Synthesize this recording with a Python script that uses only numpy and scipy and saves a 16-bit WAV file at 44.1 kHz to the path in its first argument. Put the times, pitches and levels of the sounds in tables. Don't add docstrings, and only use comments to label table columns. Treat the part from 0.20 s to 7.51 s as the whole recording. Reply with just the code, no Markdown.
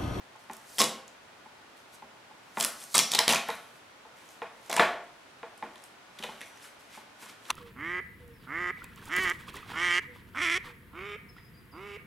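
import sys
import numpy as np
from scipy import signal
from scipy.fft import rfft, irfft
from scipy.io import wavfile
from scipy.ndimage import uniform_filter1d

SR = 44100
rng = np.random.default_rng(int(sys.argv[2]) if len(sys.argv) > 2 else 0)


def volts_from_decibels(level):
    exponent = np.asarray(level, float) / 20
    return 10 ** exponent


def waveform_to_disk(signal):
    frames = np.transpose(np.atleast_2d(signal))
    scaled = np.clip(frames, -1, 1) * 32767
    samples = np.round(scaled).astype(np.int16)
    wavfile.write(sys.argv[1], SR, samples)


N = 322524

# (pitch_hz, level_db)
TAPE = [(710, 28), (1200, 29.5), (1310, 19.5), (2620, 16), (2830, -7), (3320, 18), (4960, 16), (7910, 4.5),
        (13900, 2.5), (16000, -1)]
PAPER_HZ = [1500, 2200, 3200, 4500, 6000, 8000, 10500, 13000]
# (pitch_hz, level_db)
MICROPHONE = [(20, -58.5), (60, -19), (110, -12.5), (160, 1), (220, 1.5), (11000, 1), (14000, -3.5),
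              (15600, -8), (16100, -48)]


def shape(x, table):
    hz, db = np.transpose(table)
    f = np.maximum(np.arange(len(x) // 2 + 1) * SR / len(x), 1)
    return irfft(rfft(x) * volts_from_decibels(np.interp(np.log(f), np.log(hz), db)), len(x))


def unit(x):
    return x / np.sqrt(np.mean(x ** 2))


def band(x, hz, width_hz):
    centre = min(hz, 0.4 * SR)
    sharpness = hz / min(width_hz, 0.45 * SR)
    return signal.lfilter(*signal.iirpeak(centre, sharpness, SR), x)


def ring(force, modes):
    total = sum(volts_from_decibels(db) for _, db, _ in modes)
    out = 0
    for k, (hz, db, t60) in enumerate(modes):
        pole = np.exp(2j * np.pi * hz / SR - np.log(1000) / (t60 * SR))
        note = signal.lfilter([0, pole.imag], [1, -2 * pole.real, abs(pole) ** 2], force)
        out = out + (-1) ** k * volts_from_decibels(db) / total * note
    return out


def crackle(rate, scatter_db):
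    hit = rng.random(N) < rate / SR
    sign = rng.standard_normal(N)
    size = np.minimum(rng.exponential(size=N), 4)
    return unit(hit * sign * volts_from_decibels(scatter_db * size))


def patches(rate, scatter_db, centres_hz):
    return [unit(band(crackle(rate, scatter_db), hz, 0.25 * hz)) for hz in centres_hz]


def snaps():
    # (start_s, peak_db,
    # paper_pitch_hz, bench_jerk_db, length_ms)
    releases = [(0.5832, -19, 3460, -28, 2.5), (0.5842, -16, 8500, -31, 3.4), (0.59, -13, 5800, -20, 0.99),
                (0.5921, -14, 5400, -26.5, 1.3), (0.596, -13, 7800, -21, 3.3), (0.6005, -9, 5300, -29, 1.6),
                (0.6038, -11, 5800, -16, 1.3), (0.6055, -9.5, 6000, -16, 2.6), (0.6104, -11.5, 3500, -16, 1.9),
                (0.6155, -9, 3300, -18, 3.9), (0.6163, -9, 7500, -24, 3), (0.6235, -12, 7500, -20, 2.2),
                (0.6405, -13, 6500, -30, 2.6), (2.3922, -28, 10500, -15, 2.5), (2.3995, -21, 3300, -30, 1.9),
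                (2.4, -20, 8000, -27, 1.6), (2.4022, -14.5, 9500, -24.5, 1.3), (2.4078, -13.5, 7200, -18, 4.3),
                (2.409, -16.5, 3800, -19.5, 3.6), (2.4258, -17, 7450, -29, 2.4),
                (2.4282, -14.5, 9300, -29, 1.8), (2.4377, -20.5, 7500, -29, 4),
                (2.4415, -16.5, 7800, -29, 2.2), (2.4412, -18, 3400, -25.5, 1.7),
                (2.4473, -11.5, 9300, -15, 3.6), (2.4482, -18.5, 5000, -24, 2.8), (2.3925, -28, 14800, -30, 3),
                (0.333, -36, 7500, -22, 3), (0.3335, -38, 14000, -30, 3), (0.3667, -40, 8000, -24, 3),
                (0.3672, -41, 14000, -30, 3),
                (2.7459, -16.5, 7800, -13, 0.77), (2.7493, -12.5, 3900, -22.5, 1), (2.7515, -7, 7900, -29, 8),
              (2.7572, -15, 7760, -28, 1.7), (2.7643, -12, 4300, -28, 2.5), (2.7685, -13, 4500, -30, 4),
              (2.7706, -9, 7000, -30, .8), (2.7425, -25, 14500, -30, 4), (2.7797, -6, 5800, -26, 2.5),
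              (2.7797, -9, 7900, -30, 2.5), (2.7898, -9, 5700, -30, 3.5), (2.7869, -17, 3200, -16, 2.4),
              (2.7905, -5.5, 3300, -42, 2.3), (2.7946, -16, 2400, -25, 3), (2.798, -10.5, 4560, -20, 3.3),
              (2.9169, -16, 7700, -38, 4), (2.9175, -15, 4600, -30, 3), (2.936, -13.5, 3570, -13, 3.9),
              (2.9483, -10.5, 3400, -27, 1.5), (2.9498, -10, 4500, -22, 3.6), (2.953, -12, 3490, -27, 2.2),
              (2.9588, -34, 3700, -33, 2.5), (2.9849, -20, 1400, -19, 1.2), (2.9896, -2.5, 4400, -26, 4),
                (3.0792, -7, 3300, -30, 4), (3.0795, -12, 4500, -30, 3.5), (3.0795, -15, 1900, -30, 3.5),
            (3.0917, -10, 3600, -25, 2), (3.0962, -13, 2600, -12, 4), (3.0998, -13, 2900, -8, 0.99),
            (3.1026, -23, 6800, -20, 2), (3.1045, -13, 2600, -13, 5.4), (3.1093, -16, 3200, -18, 2.0),
            (3.1129, -16, 5270, -24, 2.3), (3.1151, -18, 2660, -25, 2.8), (3.1228, -14.5, 6460, -16, 8.6),
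            (3.1335, -11, 2300, -7.5, 3.4), (3.1373, -19, 6500, -16, 0.85), (3.1459, -16, 6270, -12, 2.1),
            (3.1482, -14.5, 2200, -15.5, 3.8), (3.1574, -19, 2400, -21, 5.3), (4.4964, -24, 7200, -16, 4.3),
            (4.5027, -23.5, 2100, -20, 0.85), (4.5132, -27, 3350, -24, 5), (4.5275, -15, 2100, -24, 4),
            (4.5285, -22, 4400, -30, 3), (4.514, -27, 7300, -30, 3), (4.5648, -21, 7400, -30, 4),
            (4.5404, -24, 7500, -20, 2), (4.5465, -33, 9700, -20, 3.5), (4.558, -29, 5900, -15, 1.2),
            (4.5592, -30, 2000, -17, 2.1), (4.5644, -17, 2100, -17, 5), (4.5686, -19, 2220, -14, 3)]
    # (start_s, peak_db, paper_pitch_hz, bench_jerk_db)
    ticks = [(0.333, -34.5, 11000, -17), (0.3667, -37.5, 11200, -18), (0.494, -45, 5860, -19),
             (0.879, -40, 6800, -26), (2.616, -35.5, 3320, -11), (2.638, -30, 8640, -16),
             (3.556, -44.5, 2130, -14), (4.089, -40.5, 6100, -19), (0.16, -54, 7000, -20),
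             (0.312, -44, 7000, -8), (4.461, -46, 6950, -5), (3.352, -36, 10660, -23), (4.23, -44, 2600, 4),
             (7.0582, -41.5, 7000, 0.5), (4.84, -52, 9100, -35), (5.3766, -44.5, 9400, -11),
             (5.5569, -38.5, 3196, -2), (5.638, -37.5, 8300, -27), (5.9876, -34, 3420, -17),
             (6.0258, -30.5, 3350, -6), (6.0363, -25, 3140, -7.5), (6.2135, -28, 2100, -13),
             (6.3721, -45, 2050, -10), (6.4451, -43, 2920, -16), (7.0229, -52, 3300, 12.5),
             (7.0986, -41.5, 4200, -3), (7.253, -41, 3310, -2.5), (7.3033, -14.5, 3120, -18),
             (7.3035, -20, 6500, -25), (7.3045, -25, 9400, -19), (2.742, -18, 7800, -14),
             (2.924, -23, 6500, -22), (3.2853, -29.5, 11000, -38), (3.3021, -26.5, 3770, 2),
             (5.58, -47, 6170, -18), (5.621, -48, 9400, -25), (5.659, -48, 8000, -25),
             (5.9908, -35, 4460, -10), (6.04, -26.5, 2280, -2.5), (6.207, -33, 2300, -23),
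             (6.2155, -37, 3300, -20), (2.602, -36, 9500, -22), (2.625, -35, 8000, -20),
             (0.238, -54, 9500, -25), (2.617, -42, 14000, -25), (2.681, -43, 8300, -25),
             (5.992, -35, 2200, -10), (6.36, -47, 5800, -25), (6.374, -47, 6500, -25)]
    # (pitch_hz, level_db)
    strip_notes = [(3300, -0.5), (5700, 1.5), (7600, -1.5), (9600, -3)]
    strip_db, strip_scatter_db = -9.0, 3.0
    tick_ms, tick_strip_db = 3.9, -5.5
    rise_share, hold_share = 0.14, 0.75

    size = 1024
    sound, force = np.zeros(N + size), np.zeros(N + size)
    ms = np.arange(size) / SR * 1000
    rows = [(*row, 0) for row in releases]
    rows += [(*row, tick_ms, tick_strip_db) for row in ticks]
    for s, db, hz, jerk_db, length_ms, broad_db in rows:
        noise = rng.standard_normal(size)
        share = ms / max(length_ms, 0.4)
        swell = np.minimum(share / rise_share, 1) * np.exp(-(share / hold_share) ** 1.9)
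        tear = noise * np.sqrt(np.abs(noise)) * swell

        strip = 0
        for (note_hz, note_db), chance in zip(strip_notes, noise[::-1]):
            level = volts_from_decibels(strip_db + note_db + strip_scatter_db * chance)
            strip = strip + level * unit(band(tear, note_hz, 0.23 * note_hz))
        crisp_db = -4.0 - 3.5 * np.log2(hz / 2000)
        crisp = volts_from_decibels(crisp_db) * unit(shape(tear, TAPE) + 0.39 * band(tear, 8000, 6000))
        pitched = unit(band(band(tear, hz, 2.05 * hz), hz, 0.19 * hz))
        paper = pitched + volts_from_decibels(broad_db) * (strip + crisp)

        i = int(s * SR)
        sound[i:i + size] += volts_from_decibels(db - 1.5) * paper / np.abs(paper).max()
        force[i:i + size] += volts_from_decibels(db + jerk_db + 9.5) * tear / np.sqrt(np.sum(tear ** 2))
    return sound[:N], force[:N]


def pulls():
    # (start_s, length_s, crackle_db, change_to_the_end_db, bench_drag_db)
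    steady_pulls = [
        (0.586, 0.061, -27, -3.5, 2),
        (2.396, 0.054, -36, 2, 6),
        (2.745, 0.07, -23, -8, 4),
        (2.901, 0.058, -43, 16.5, 4),
        (3, 0.058, -38.5, -19, 16),
        (3.088, 0.095, -23, -12.5, 12),
        (4.496, 0.032, -41, -3, 15),
        (4.53, 0.055, -40, 0, 19),
    ]
    attack_s, release_s = 0.004, 0.004
    strokes_per_s, stroke_db = 140, 4.5

    t, gain, drag = np.arange(N) / SR, 0, 0
    for s, length, db, change_db, drag_db in steady_pulls:
        fade_in = np.clip((t - s) / attack_s + 1, 0, 1)
        fade_out = np.clip((s + length - t) / release_s + 1, 0, 1)
        level = volts_from_decibels(db + change_db * np.clip((t - s) / length, 0, 1))
        pull = (fade_in * fade_out) ** 2 * level
        gain = gain + pull
        drag = drag + volts_from_decibels(drag_db) * pull
    strokes = np.repeat(rng.standard_normal(N // 100), int(SR / strokes_per_s))
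    slip = unit(volts_from_decibels(stroke_db * uniform_filter1d(strokes, size=60)[:N]))
    parts = patches(2500, 1.6, PAPER_HZ)
    paper = sum(np.sqrt(hz) * part for hz, part in zip(PAPER_HZ[1:], parts[1:]))
    sound = volts_from_decibels(-4.0) * gain * slip * unit(shape(paper, TAPE))
    force = volts_from_decibels(-22.0) * drag * slip * crackle(6000, 2.2)
    return sound, force


def rustles():
    # (peak_s, level_db, rise_s, fall_s, dull_share_db)
    touches = [(0.2, -58, 0.037, 0.17, -10), (0.33, -52, 0.065, 0.2, -8), (0.49, -55, 0.07, 0.1, -10),
               (0.579, -41.5, 0.24, 0.0092, -18), (1.572, -56, 0.035, .13, -2),
               (1.752, -47.5, 0.086, 0.032, -8), (2.386, -37.5, 0.051, 0.013, -5),
               (2.63, -43.5, 0.51, 0.18, -8), (2.736, -37, 0.081, 0.012, -17), (3.3, -45, 0.18, 0.25, 9.5),
               (3.57, -59, 0.25, 0.055, -9), (3.97, -58.5, 0.032, 0.26, 7), (4.12, -55, .3, 0.28, -4),
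               (4.485, -51, 0.25, .01, 1), (5.384, -64, 0.061, 0.076, -9.5), (5.644, -60.5, 0.78, 0.078, 0),
               (6.032, -51, 0.18, 0.53, 9.5), (6.21, -60, 0.086, 0.11, -11), (6.29, -65, .05, 0.064, -8),
               (6.605, -56, 0.036, 0.11, 1), (7.095, -47.5, .04, 0.078, 6), (6.45, -48.5, 0.16, 0.12, 3),
               (6.754, -47.5, 0.14, 0.14, 5), (7.03, -43.5, 0.079, 0.097, 2.5),
               (7.298, -47.5, 0.17, 0.056, 2.5)]
    edge_db, loose_hz = -31.5, 7900

    t, gain, dull = np.arange(N) / SR, np.zeros(N), np.zeros(N)
    for s, db, rise, fall, dull_db in touches:
        on = slice(max(int((s - 0.7) * SR), 0), int((s + 0.9) * SR))
        away = np.maximum((s - t[on]) / max(rise, 0.003), (t[on] - s) / max(fall, 0.003))
        gain[on] += volts_from_decibels(db + edge_db * away)
        dull[on] += volts_from_decibels(db + dull_db + edge_db * away)
    parts = patches(2500, 1.5, PAPER_HZ)
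    bright = 0
    for hz, part in zip(PAPER_HZ[3:], parts[3:]):
        weight = 0.16 + np.exp(-(np.log(hz / loose_hz) / 1.1) ** 2)
        bright = bright + weight * part
    return volts_from_decibels(-15.5) * (gain * bright + dull * sum(parts[:3]))


def folds():
    # (start_s, level_db, pitch_hz, width_hz, fade_by_60_db_s)
    noise_rings = [(2.601, -54, 8800, 600, 0.29), (2.801, -31, 5600, 400, 0.33), (3.29, -59, 10900, 2300, 0.87),
                   (5.64, -64, 10600, 2780, 0.29), (2.41, -39, 1350, 400, 0.4), (6.21, -60.5, 5850, 220, 0.61),
                   (6.215, -47, 2190, 600, 0.2), (6.252, -58, 9400, 3800, 0.27),
                   (6.421, -58, 10000, 1646, 0.33), (7.254, -52, 1500, 500, 0.17),
                   (7.286, -46, 1100, 300, 0.36), (7.298, -23.5, 1150, 190, 0.11), (0.6, -31, 1000, 130, 0.26),
                   (6.03, -46.5, 3400, 700, 0.18), (0.6, -32, 580, 150, .3), (2.39, -37, 13500, 3000, .3),
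                   (2.751, -19, 7900, 500, 0.054), (3.155, -20, 2450, 250, .04), (4.593, -19, 1950, 500, .04),
                   (6.03, -43, 560, 180, .3), (5.43, -48.5, 360, 120, 0.26), (4.6, -40.5, 3400, 1000, .35),
                   (4.222, -41, 2550, 230, .05), (0.6, -36.5, 170, 60, 0.28), (4.495, -32, 650, 200, .12),
                   (4.571, -20, 1000, 200, .05), (4.577, -23, 2550, 250, .04), (4.61, -29, 1750, 200, .25),
                   (4.621, -21, 850, 250, .04), (4.6, -26, 660, 150, .35), (4.593, -14, 800, 250, .05),
                   (4.593, -27, 3900, 400, .03), (0.601, -24, 1060, 150, .1), (0.598, -32, 2100, 200, .15),
                   (3.124, -24, 980, 200, .05), (3.144, -24, 1100, 250, .05), (2.987, -19, 2000, 250, .04),
                   (6.44, -54, 1400, 200, .3), (6.425, -58, 5100, 250, .2), (2.747, -22, 1130, 200, .12)]
    size = SR // 2
    t, out = np.arange(size) / SR, np.zeros(N + SR)
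    for s, db, hz, width_hz, t60 in noise_rings:
        fade = np.clip(t / 0.006, 0, 1) * volts_from_decibels(db - 60 * t / t60)
        i = int(s * SR)
        out[i:i + size] += fade * unit(band(rng.standard_normal(size), hz, max(width_hz, 150)))
    return out[:N]


def bench(jerks):
    # (start_s, peak_db, hardness_db, lower_board_note_db, upper_board_note_db)
    bumps = [(0.154, -36, -23, -14, -7), (0.297, -25.5, -3.5, -24, -7.5), (1.259, -39, -5, -31, -4.5),
             (1.822, -34, -5, -31, -4.5), (2.11, -38, -18, -31, -7), (2.371, -12, -7.5, -22, -16),
             (2.38, -29, -1.5, -31, -12), (2.987, -12.5, 3.5, -9.5, -10.5), (3.002, -13.5, -15, -13, -11.5),
             (3.288, -15.5, -3.5, -4.5, -10), (3.85, -35, -11, -5, -10.5), (4.218, -17.5, -5.5, -5, -12.5),
             (4.574, -15, -3, -13, -9.5), (4.5954, 2.5, -1.5, -13, -18), (5.23, -22, -6, -5, -13),
             (5.425, -19.5, -5.5, -17, -9), (5.997, -33.5, -9, -42, -23), (6.038, -30, -17, -18, -29),
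             (6.089, -25.5, -14, -27, -11), (6.774, -33.5, -7, -30, -6), (7.301, -26, 0, -15, -9)]
    # (start_s, level_db)
    thuds = [
        (0.3, -37),
        (0.592, -31.5),
        (0.606, -26),
        (0.621, -25.5),
        (2.41, -34),
        (2.79, -32.5),
        (3.101, -36),
        (4.225, -44),
        (5.429, -43),
        (6.221, -46),
    ]
    # (pitch_hz, level_db, fade_by_60_db_s)
    mid_modes = [(563.5, -2, 0.034), (666.5, -9.5, 0.064), (801.9, -2.5, 0.085), (871, 6.5, 0.013),
                 (1010, -5, 0.066), (1116, -8, 0.05), (1415, -5, 0.032), (630, 11.5, 0.0031)]
    high_modes = [(1596, -1, .012), (1810, 2.5, 0.013), (2077, 1.5, .012), (2460, -0.5, 0.0098),
                  (2836, -1, 0.0069), (3424, 0, .006), (3870, -1, 0.0043), (5200, -10, 0.0025)]
    low_modes = [(159, -8.5, 0.23), (220, 2.5, 0.11), (327, 2, 0.013), (390.4, -3.5, 0.11)]
    # (pitch_hz, level_db, fade_by_60_db_s)
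    leg_modes = [(52, 4, 0.65), (72, -2.3, 0.23)]
    # (pitch_hz, level_db, fade_by_60_db_s)
    board_low = [(454.7, -0.5, .15), (489.5, -2.5, 0.086), (661.7, -4, 0.19)]
    board_high = [(878.4, -1.5, 0.105), (795.6, -5.5, 0.079), (1023, -5, 0.043)]

    size = 512
    forces, t = np.zeros((7, N + size)), np.arange(size) / SR
    contacts = rng.standard_normal((len(bumps), size)) * np.exp(-t / 0.005)
    contacts *= rng.random((len(bumps), size)) < 0.15
    contacts[:, 0] = 3
    contacts = uniform_filter1d(contacts, size=5, origin=2)
    for (s, db, hard_db, lower_db, upper_db), chatter in zip(bumps, contacts):
        weight_db = -35.5 - 0.74 * lower_db
        chatter = chatter / np.sqrt(5 * np.sum(chatter ** 2))
        i = int(s * SR)
        forces[:2, i:i + size] += np.outer(volts_from_decibels(db + np.array([4.0, hard_db + 6.0])), chatter)
        single_db = np.array([weight_db + 2.0, lower_db - 6.0, upper_db + 4.5, 4.0, hard_db + 10.5])
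        forces[2:, i] += volts_from_decibels(db + single_db)
    drops = np.zeros(N)
    for s, db in thuds:
        drops[int(s * SR)] = volts_from_decibels(db)
    mid, high, low, lower, upper, blow, hard_blow = forces[:, :N]

    def blur(modes):
        return [(hz, db, 0.45 * t60) for hz, db, t60 in modes]

    knock = ring(mid + jerks, mid_modes) + ring(high + volts_from_decibels(-4.5) * jerks, high_modes)
    soft_hard_blow = uniform_filter1d(hard_blow, size=5, origin=2)
    spread = ring(blow + jerks, blur(mid_modes))
    spread = spread + ring(soft_hard_blow + volts_from_decibels(-3.0) * jerks, blur(high_modes))
    no_bass = signal.butter(2, 250, "high", fs=SR, output="sos")
    knock, spread = signal.sosfilt(no_bass, [knock, volts_from_decibels(9.5) * spread])
    thud = ring(low + drops + volts_from_decibels(-20.0) * jerks, low_modes)
    thud = thud + volts_from_decibels(-6) * ring(low + volts_from_decibels(-30.0) * jerks, leg_modes)
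    notes = ring(lower + volts_from_decibels(-24.0) * jerks, board_low) + ring(upper + volts_from_decibels(-14.0) * jerks, board_high)
    return knock + thud, shape(spread - knock, MICROPHONE), notes


def room(x, wet_db=-7.0):
    # (pitch_hz, fade_by_60_db_s)
    room_t60 = [(150, 0.44), (400, 0.55), (1000, 0.46), (3000, 0.46), (7000, 0.29), (14000, 0.31)]
    # (pitch_hz, side_minus_mid_db)
    room_wide = [(60, -13), (110, -46), (200, -101), (380, -34), (700, -49), (1290, -60), (2380, -25),
                 (4400, -18), (8120, -2.5), (15000, -9)]
    t = np.arange(SR * 3 // 4) / SR
    hz, t60 = np.transpose(room_t60)
    tails = np.zeros((2, len(t)))
    for centre in 125 * 2 ** np.arange(0, 7.1, 0.5):
        decay = volts_from_decibels(-60 * t / np.interp(np.log(centre), np.log(hz), t60))
        noises = [unit(band(rng.standard_normal(len(t)), centre, centre / 3)) for _ in range(2)]
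        tails += np.sqrt(centre) * decay * noises
    tails *= np.clip((t - 0.004) / 0.005, 0, 1)
    tails *= volts_from_decibels(wet_db) / np.sqrt(np.sum(tails[0] ** 2))
    mid, side = (signal.fftconvolve(x, tail)[:N] for tail in tails)
    return mid, shape(side, room_wide)


def hush():
    # (pitch_hz, level_db)
    hush_colour = [(15, -56), (25, -22.5), (123, -5), (200, -6), (249, -2), (317, -4), (405, -3.5),
                   (489, -5), (545, -2.5), (887, -2), (1480, -5), (2050, -7), (3080, -10.5), (11000, -26.5),
                   (16000, -36.5)]
    # (pitch_hz, side_minus_mid_db)
    hush_wide = [(60, -15), (110, -11), (200, -9), (380, -3), (700, -3), (1290, -2), (2380, -1.5),
                 (4400, -1), (8120, -0.5), (15000, -0.5)]
    # (pitch_hz, level_db)
    hums = [(1460, -78), (10900, -94)]
    mid, side = (volts_from_decibels(-56) * unit(shape(rng.standard_normal(N), hush_colour)) for _ in range(2))
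    lines = sum(volts_from_decibels(db) * band(rng.standard_normal(N), hz, 19.0) * 60 for hz, db in hums)
    return mid + lines, shape(side, hush_wide)


def scene():
    # (pitch_hz, side_minus_mid_db)
    near_wide = [(60, -38), (110, -34.5), (200, -82), (380, -48), (700, -71), (1290, -50), (2380, -41),
                 (4400, -24), (8120, -14), (15000, -9.5)]
    snap, jerk = snaps()
    creep, drag = pulls()
    knock, blur, notes = bench(jerk + drag)
    near = shape(snap + creep + rustles() + folds() + knock + notes, MICROPHONE)
    near_side = shape(np.roll(near, 9), near_wide)
    echo, echo_side = room(near + blur - 0.5 * notes)
    air, air_side = hush()
    mid = near + echo + air
    side = near_side + echo_side + air_side
    return np.array([mid + side, mid - side])


def band_limit(x):
    return signal.sosfilt(signal.butter(12, 16640, fs=SR, output="sos"), x)


def record(dry):
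    rounded = np.tanh(1.2 * dry) / 1.2
    top_cut = signal.ellip(8, 0.2, 60, 15900, fs=SR, output="sos")
    return band_limit(signal.sosfilt(top_cut, rounded))


dry = scene()
out = record(dry)
waveform_to_disk(out)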